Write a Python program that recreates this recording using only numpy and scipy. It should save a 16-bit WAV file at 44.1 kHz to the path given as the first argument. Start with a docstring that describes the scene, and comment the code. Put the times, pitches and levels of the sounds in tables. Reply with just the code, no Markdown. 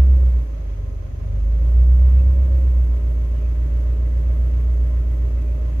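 """Inside a car, a four-cylinder engine idles: its speed sags, overshoots and settles.
The exhaust orders, harmonics of the two-turn engine cycle, excite a boom in the cabin, loudest at twice
the firing rate. The block rumbles through the bulkhead, valve gear clatters and intake air hisses once
per firing. Behind them lie thin whines, a narrow band fluttering near 6 kHz and faint trim squeaks."""
import sys
import numpy as np
from scipy import signal
from scipy.fft import rfft, irfft, next_fast_len
from scipy.io import wavfile
from scipy.ndimage import uniform_filter1d, map_coordinates

SR = 44100
rng = np.random.default_rng(int(sys.argv[2]) if len(sys.argv) > 2 else 0)


def materialize(psi):
    """Save the field psi as 16-bit PCM at rate SR to the path in sys.argv[1].

    A 1-D psi becomes a single channel; in a 2-D psi each row is a channel.
    """
    bounded = np.clip(np.atleast_2d(psi).T, -1, 1)
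    quanta = np.round(bounded * 32767).astype(np.int16)
    wavfile.write(sys.argv[1], SR, quanta)


N = 255780

# Noise grows with speed. Each row: firings per second, then block, clatter and hiss gains in dB.
NOISE_BY_SPEED = [(23.6, -46, -58, -84), (26.3, -44.5, -56.5, -81), (29.13, -42, -55.5, -70.5),
                  (31.5, -41, -55, -69), (35.6, -39, -54, -68.5)]


def exhaust_boom(cycle, stumble):
    """Cabin resonance at twice the firing rate; sidebands from unequal cylinders beat with it."""
    # Each row: time in seconds, level of order 8 in dB.
    boom_levels = [(0.1, -10), (0.38, -15), (0.46, -24.5), (0.8, -26), (1.1, -32), (1.46, -16),
                   (1.69, -14.5), (1.78, -10.5), (2.13, -10.5), (2.42, -14), (2.78, -13.5), (2.97, -17),
                   (3.3, -18.5), (4.72, -16), (5.6, -19.5)]
    # Each row: order, level in dB relative to the boom.
    sidebands = [(6, -36), (7, -27.5), (9, -20), (10, -29)]
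    # Each row: frequency in Hz, relative noise density in dB.
    bass_spectrum = [(15, -53.5), (30, -21), (42, -4), (60, -1), (75, -4.5), (100, -14.5), (150, -9.5),
                     (190, -26), (260, -60.5)]
    boom_db = over_time(boom_levels)[0]
    sound = tone(8 * cycle + .013 * wobble(27), boom_db + (.043 + .5 * stumble) * wobble(12), -.98)
    for order, db in sidebands:
        phase = .45 * (order - 8) + np.pi * (order % 2 == 0)  # early throb; even orders are inverted
        sound += tone(order * cycle + phase + .2 * wobble(3), boom_db + db + 1.5 * wobble(5), -1.2)
    return sound + amp(.2 * boom_db + 3.5 * stumble - 33.5) * noise(lambda hz: along(bass_spectrum, hz))


def exhaust_overtones(cycle, stumble):
    """Harmonics of the firing rate slide through cabin resonances and swell as the engine pulls up."""
    # Each row: firings per second, then levels in dB at 3, 4 and 5 times the firing rate.
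    harmonic_levels = [(23.4, -33, -33, -46), (24.6, -34, -35.5, -53), (25.8, -31, -47, -56),
                       (27.8, -44, -48.5, -53), (29.1, -37.5, -40.5, -47), (30.1, -37.5, -38.5, -43.5),
                       (31.1, -43, -36.5, -41.5), (32.1, -33, -40, -38.5), (33.3, -44.5, -41, -39)]
    waver = .14 + 3 * stumble
    acceleration = np.gradient(firing_rate()) * SR
    sound = 0
    for order, db, pan_db in zip((12, 16, 20), by_speed(harmonic_levels), (0, 3, -1)):
        thump_lag = .87 * (order - 8) % (2 * np.pi)  # near the stall, orders gather into one thump
        lag = cabin_lag(order) + stumble ** 2 * (thump_lag - cabin_lag(order))
        angle = order * cycle - lag + .15 * waver * wobble(7.5)
        sound += tone(angle, db + .36 * acceleration + .6 * waver * wobble(11), pan_db, skew=.084)
    return sound


def engine_block(cycle, stumble):
    """Transmission through the bulkhead: the cabin's peaks and dips filter the orders and a rumble."""
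    # Each row: order before rounding, relative level in dB, left minus right in dB.
    block_orders = [(10.98, 5.5, -1.5), (12.63, -12.5, 0.5), (14.99, -7.5, 6.5), (16.97, -6, 2.5),
                    (17.98, -9, -1.5), (19.03, -10, -2), (21, -10.5, 4), (23.8, -3, -1), (27.92, -4, 2.5),
                    (30.98, -14.5, -2.5), (31.78, -5, -1.5), (33, -14.5, -1.5), (35, -17, -2),
                    (36.07, -9.5, 1.5), (39.1, -15, -9.5), (39.87, -14.5, -16), (41.52, -6.5, -8.5),
                    (44, -9.5, -5), (47.93, -9.5, 4.5), (51.45, -12.5, -3.5), (56.25, -7.5, 0),
                    (63.46, -7.5, 4), (67.8, -8.5, -6.5), (71.38, -11, 0.5), (76.04, -13, -8.5),
                    (83.5, -8.5, -10.5)]
    # Each row: frequency in Hz, gain from block to cabin in dB.
    cabin_response = [(60, -23), (85, -10.5), (108, -11.5), (121, 3.5), (150, -0.5), (170, -11), (190, -15),
                      (230, -3), (265, -3), (290, -6.5), (315, -3), (365, -9.5), (412, -2), (450, -8.5),
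                      (500, -12), (545, -0.5), (580, -7.5), (617, -3), (680, -19.5), (800, -18.5),
                      (1100, -63)]
    rumble_db = lambda hz: along(cabin_response, hz) + along([(100, -24), (200, -3), (700, -.5)], hz)
    rumble = amp(-6 + 4.5 * stumble + 1.2 * np.cos(4 * cycle)) * noise(rumble_db)
    step = 20  # low tones need only every 20th sample
    angle, rough, cycle_hz = cycle[::step], stumble[::step], firing_rate()[::step] / 4
    tones = 0
    for multiple, db, pan_db in block_orders:
        order = round(multiple)
        drift = order * .006 * wobble(2, step)
        jitter = order * .015 * rough * wobble(14, step)  # uneven burns blur the high orders most
        phase = order * angle - cabin_lag(max(order, 16)) + drift + jitter
        cabin_db = along(cabin_response, order * cycle_hz)
        level_db = db + cabin_db - .12 * order * rough + 1.2 * wobble(5, step)
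        tones += tone(phase, level_db, pan_db, skew=rng.normal(0, order / 90))
    tones = signal.resample_poly(tones, step, 1, axis=1, padtype="line")[:, :N]
    return amp(by_speed(NOISE_BY_SPEED)[0]) * (rumble + tones)


def valve_clatter(cycle):
    """Forced vibration: valve gear noise rings the dash panels, swelling with each cycle and firing."""
    # Each row: frequency in Hz, relative noise density in dB.
    valve_spectrum = [(410, -26.5), (700, 2), (728, -4), (924, -2.5), (1170, -1.5), (1310, -2.5),
                      (1600, -4.5), (2040, -6.5), (2130, -7), (2470, -8), (3740, -16), (6530, -20.5),
                      (7500, -24), (9750, -57.5), (16500, -120)]
    # Each row: resonance in Hz, width in Hz, lift in dB.
    panel_modes = [(1045, 50, 9), (1257, 35, 5.6), (1690, 28, 2), (2013, 43, 7), (2210, 36, 6),
                   (2600, 18, 6), (3230, 270, 2), (5030, 160, 3)]
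    lift_db = lambda hz: sum(db / (1 + (2 * (hz - mode) / width) ** 2) for mode, width, db in panel_modes)
    pulse = unit(amp(.62 * np.cos(cycle - .6) + .8 * np.cos(4 * cycle) + .54 * wobble(6.7)))
    ringing = noise(lambda hz: along(valve_spectrum, hz) + lift_db(hz))
    return amp(by_speed(NOISE_BY_SPEED)[1]) * pulse * ringing


def intake_hiss(cycle):
    """Flow noise: intake air pulses with each firing, and one cylinder draws harder."""
    # Each row: frequency in Hz, relative noise density in dB.
    air_spectrum = [(4500, -31.5), (7000, -1), (8500, -1.5), (10000, -3), (11300, 0), (13000, -2),
                    (14600, -6), (15500, -15)]
    pulse = unit(amp(.95 * np.cos(4 * cycle) + 1.5 * np.cos(cycle - 1.6) + .9 * wobble(13)))
    return amp(by_speed(NOISE_BY_SPEED)[2]) * pulse * noise(lambda hz: along(air_spectrum, hz))


def pulley_whine(cycle, stumble, order=273):
    """A rotational harmonic, perhaps of a belt-driven part: its pitch is proportional to engine speed."""
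    return tone(order * cycle + 2.1 * wobble(10), -72 - 12 * stumble + 3 * wobble(2.8), -1.5, skew=.6)


def flutter(rate_hz=31, centre_hz=6350):
    """Amplitude modulation makes a narrow noise band flutter, whatever the engine speed."""
    pulse = unit(amp(2.6 * np.cos(2 * np.pi * rate_hz * np.arange(N) / SR + .8 * wobble(4))))
    band_db = lambda hz: -40 * np.log10(1 + ((hz - centre_hz) / 450) ** 4)
    return amp(-74) * pulse * noise(band_db)


def whines(stumble):
    """Random modulation makes thin tones, perhaps of pumps and fans, waver; they fade in a stumble."""
    # Each row: frequency in Hz, base level in dB.
    thin_tones = [(942, -70), (1345, -73), (1685, -73), (1855, -75), (2655, -77)]
    t = np.arange(N) / SR
    sound = 0
    for hz, db in thin_tones:
        angle = 2 * np.pi * hz * t + 2.5 * wobble(12)
        sound += tone(angle, db - 12 * stumble + 3 * wobble(3), rng.normal(0, 3), skew=rng.uniform(-2, 2))
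    return sound


def trim_squeaks():
    """Each squeak of the trim is a falling glide, roughened by fast phase and amplitude modulation."""
    # Each row: start in seconds, length in seconds, first and last pitch in Hz, mid-squeak level in dB.
    glides = [(2.14, .12, 2680, 2560, -63), (3.31, .12, 3150, 2750, -65), (3.39, .13, 2420, 2380, -64),
              (3.4, .1, 2650, 2520, -67), (4.47, .12, 2850, 2550, -67), (5.36, .1, 2640, 2520, -65),
              (5.44, .11, 2450, 2370, -64)]
    sound = np.zeros((2, N))
    for start, length, first_hz, last_hz, db in glides:
        count = round(length * SR)
        pitch_hz = np.linspace(first_hz, last_hz, count)
        angle = 2 * np.pi * np.cumsum(pitch_hz) / SR + 1.8 * wobble(150)[:count]
        squeak = np.hanning(count) * tone(angle, db + 3 * wobble(51)[:count], 0, skew=.54)
        sound[:, round(start * SR):][:, :count] += squeak
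    return sound


def firing_rate():
    """Firings per second; the flywheel's inertia rounds off every change of speed."""
    # Each row: time in seconds, firings per second before smoothing.
    idle_speed = [(0.0, 33.25), (0.25, 31.47), (0.42, 28.78), (0.62, 25.4), (0.85, 23.89), (1.1, 23.19),
                  (1.35, 24.73), (1.65, 28.88), (1.9, 31.07), (2.3, 32.48), (2.55, 31.95), (2.95, 29.55),
                  (3.2, 28.94), (3.7, 29.26), (4.15, 29.63), (4.55, 30.12), (5.2, 29.27), (5.8, 29.07)]
    return uniform_filter1d(over_time(idle_speed)[0], round(.2 * SR), mode="nearest")


def cabin_lag(order):
    """Dispersion: the cabin spreads each pulse by a lag in radians that grows away from order 16."""
    return (order - 16) ** 2 / 3


def noise(colour_db):
    """Interaural coherence: noise of mid rms 1, alike at both ears in the bass, unrelated higher up."""
    # Each row: frequency in Hz, correlation between the ears.
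    coherence = [(60, 1.0), (130, 0.9), (290, 0.96), (640, -0.088), (1400, -0.25), (3080, 0.018),
                 (6770, -0.15), (14900, 0.26)]
    # Each row: frequency in Hz, left minus right in dB.
    balance = [(60, -3), (130, 0.5), (290, -3), (640, -4.5), (1400, -1.5), (3080, 0.0), (6770, 0),
               (14900, 2)]
    spread = lambda hz: np.arccos(np.clip(along(coherence, hz), -1, 1)) / 2
    mid_side_gain = lambda hz: amp(colour_db(hz)) * [np.cos(spread(hz)), np.sin(spread(hz))]
    mid, side = filtered(rng.standard_normal((2, N)), mid_side_gain)
    ear_gain = lambda hz: amp(np.outer([.5, -.5], along(balance, hz)))
    pair = filtered(np.array([mid + side, mid - side]), ear_gain)
    return pair / np.sqrt(np.mean(pair.mean(0) ** 2))


def tone(angle, db, pan_db, skew=0):
    """Interaural differences: a sine of rms level db, pan_db louder and skew radians ahead at left."""
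    ear_gain = amp([[pan_db / 2], [-pan_db / 2]])
    return np.sqrt(2) * amp(db) * ear_gain * np.cos([angle + skew / 2, angle - skew / 2])


def wobble(rate, step=1):
    """A smooth random curve, rate knots a second, read every step samples."""
    coarse = np.arange(0, N + 64, 64)
    knots = rng.standard_normal(int(N * rate / SR) + 4)
    return np.interp(np.arange(0, N, step), coarse, map_coordinates(knots, [coarse * rate / SR]))


def filtered(x, response):
    """Linear filtering: the spectrum of x times a frequency response."""
    size = next_fast_len(N + 8192)
    return irfft(rfft(x, size) * response(np.fft.rfftfreq(size, 1 / SR)), size)[..., :N]


def by_speed(rows):
    """One value per sample for each column after the firing rate, smoothed over 30 ms."""
    rates, *columns = np.transpose(sorted(rows))
    levels = [np.interp(firing_rate(), rates, column) for column in columns]
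    return uniform_filter1d(levels, round(.03 * SR), mode="nearest")


def over_time(rows):
    """One value per sample for each column after the time."""
    seconds, *columns = np.transpose(rows)
    return [np.interp(np.arange(N) / SR, seconds, column) for column in columns]


def along(points, hz):
    """Interpolation of (Hz, value) points on a logarithmic frequency axis."""
    frequencies, values = np.transpose(points)
    return np.interp(np.log(hz + 1), np.log(frequencies + 1), values)


def amp(db):
    """Amplitude ratio of a level in dB."""
    return 10 ** (np.asarray(db) / 20)


def unit(x):
    """x at rms 1."""
    return x / np.sqrt(np.mean(x ** 2))


def scene():
    """Superposition: the engine's layers share one crank angle, over faint independent sounds."""
    # Each row: time in seconds, how much one burn differs from the next, from 0 to 1.
    uneven_burns = [(0, 0), (.4, 0.63), (1.3, 1), (1.85, .4), (2.2, 0), (5.8, 0.13)]
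    stumble = over_time(uneven_burns)[0]
    cycle = 2 * np.pi * (.86 + np.cumsum(firing_rate()) / 4 / SR)  # 2 pi spans two turns, four firings
    exhaust = exhaust_boom(cycle, stumble) + exhaust_overtones(cycle, stumble)
    engine = exhaust + engine_block(cycle, stumble) + valve_clatter(cycle) + intake_hiss(cycle)
    return engine + pulley_whine(cycle, stumble) + flutter() + whines(stumble) + trim_squeaks()


def record(dry, top_hz=15450):
    """Band limiting: the microphone keeps nothing above its top frequency."""
    return signal.sosfiltfilt(signal.ellip(10, .1, 60, top_hz, fs=SR, output="sos"), dry)


dry = scene()
out = record(dry)
materialize(out)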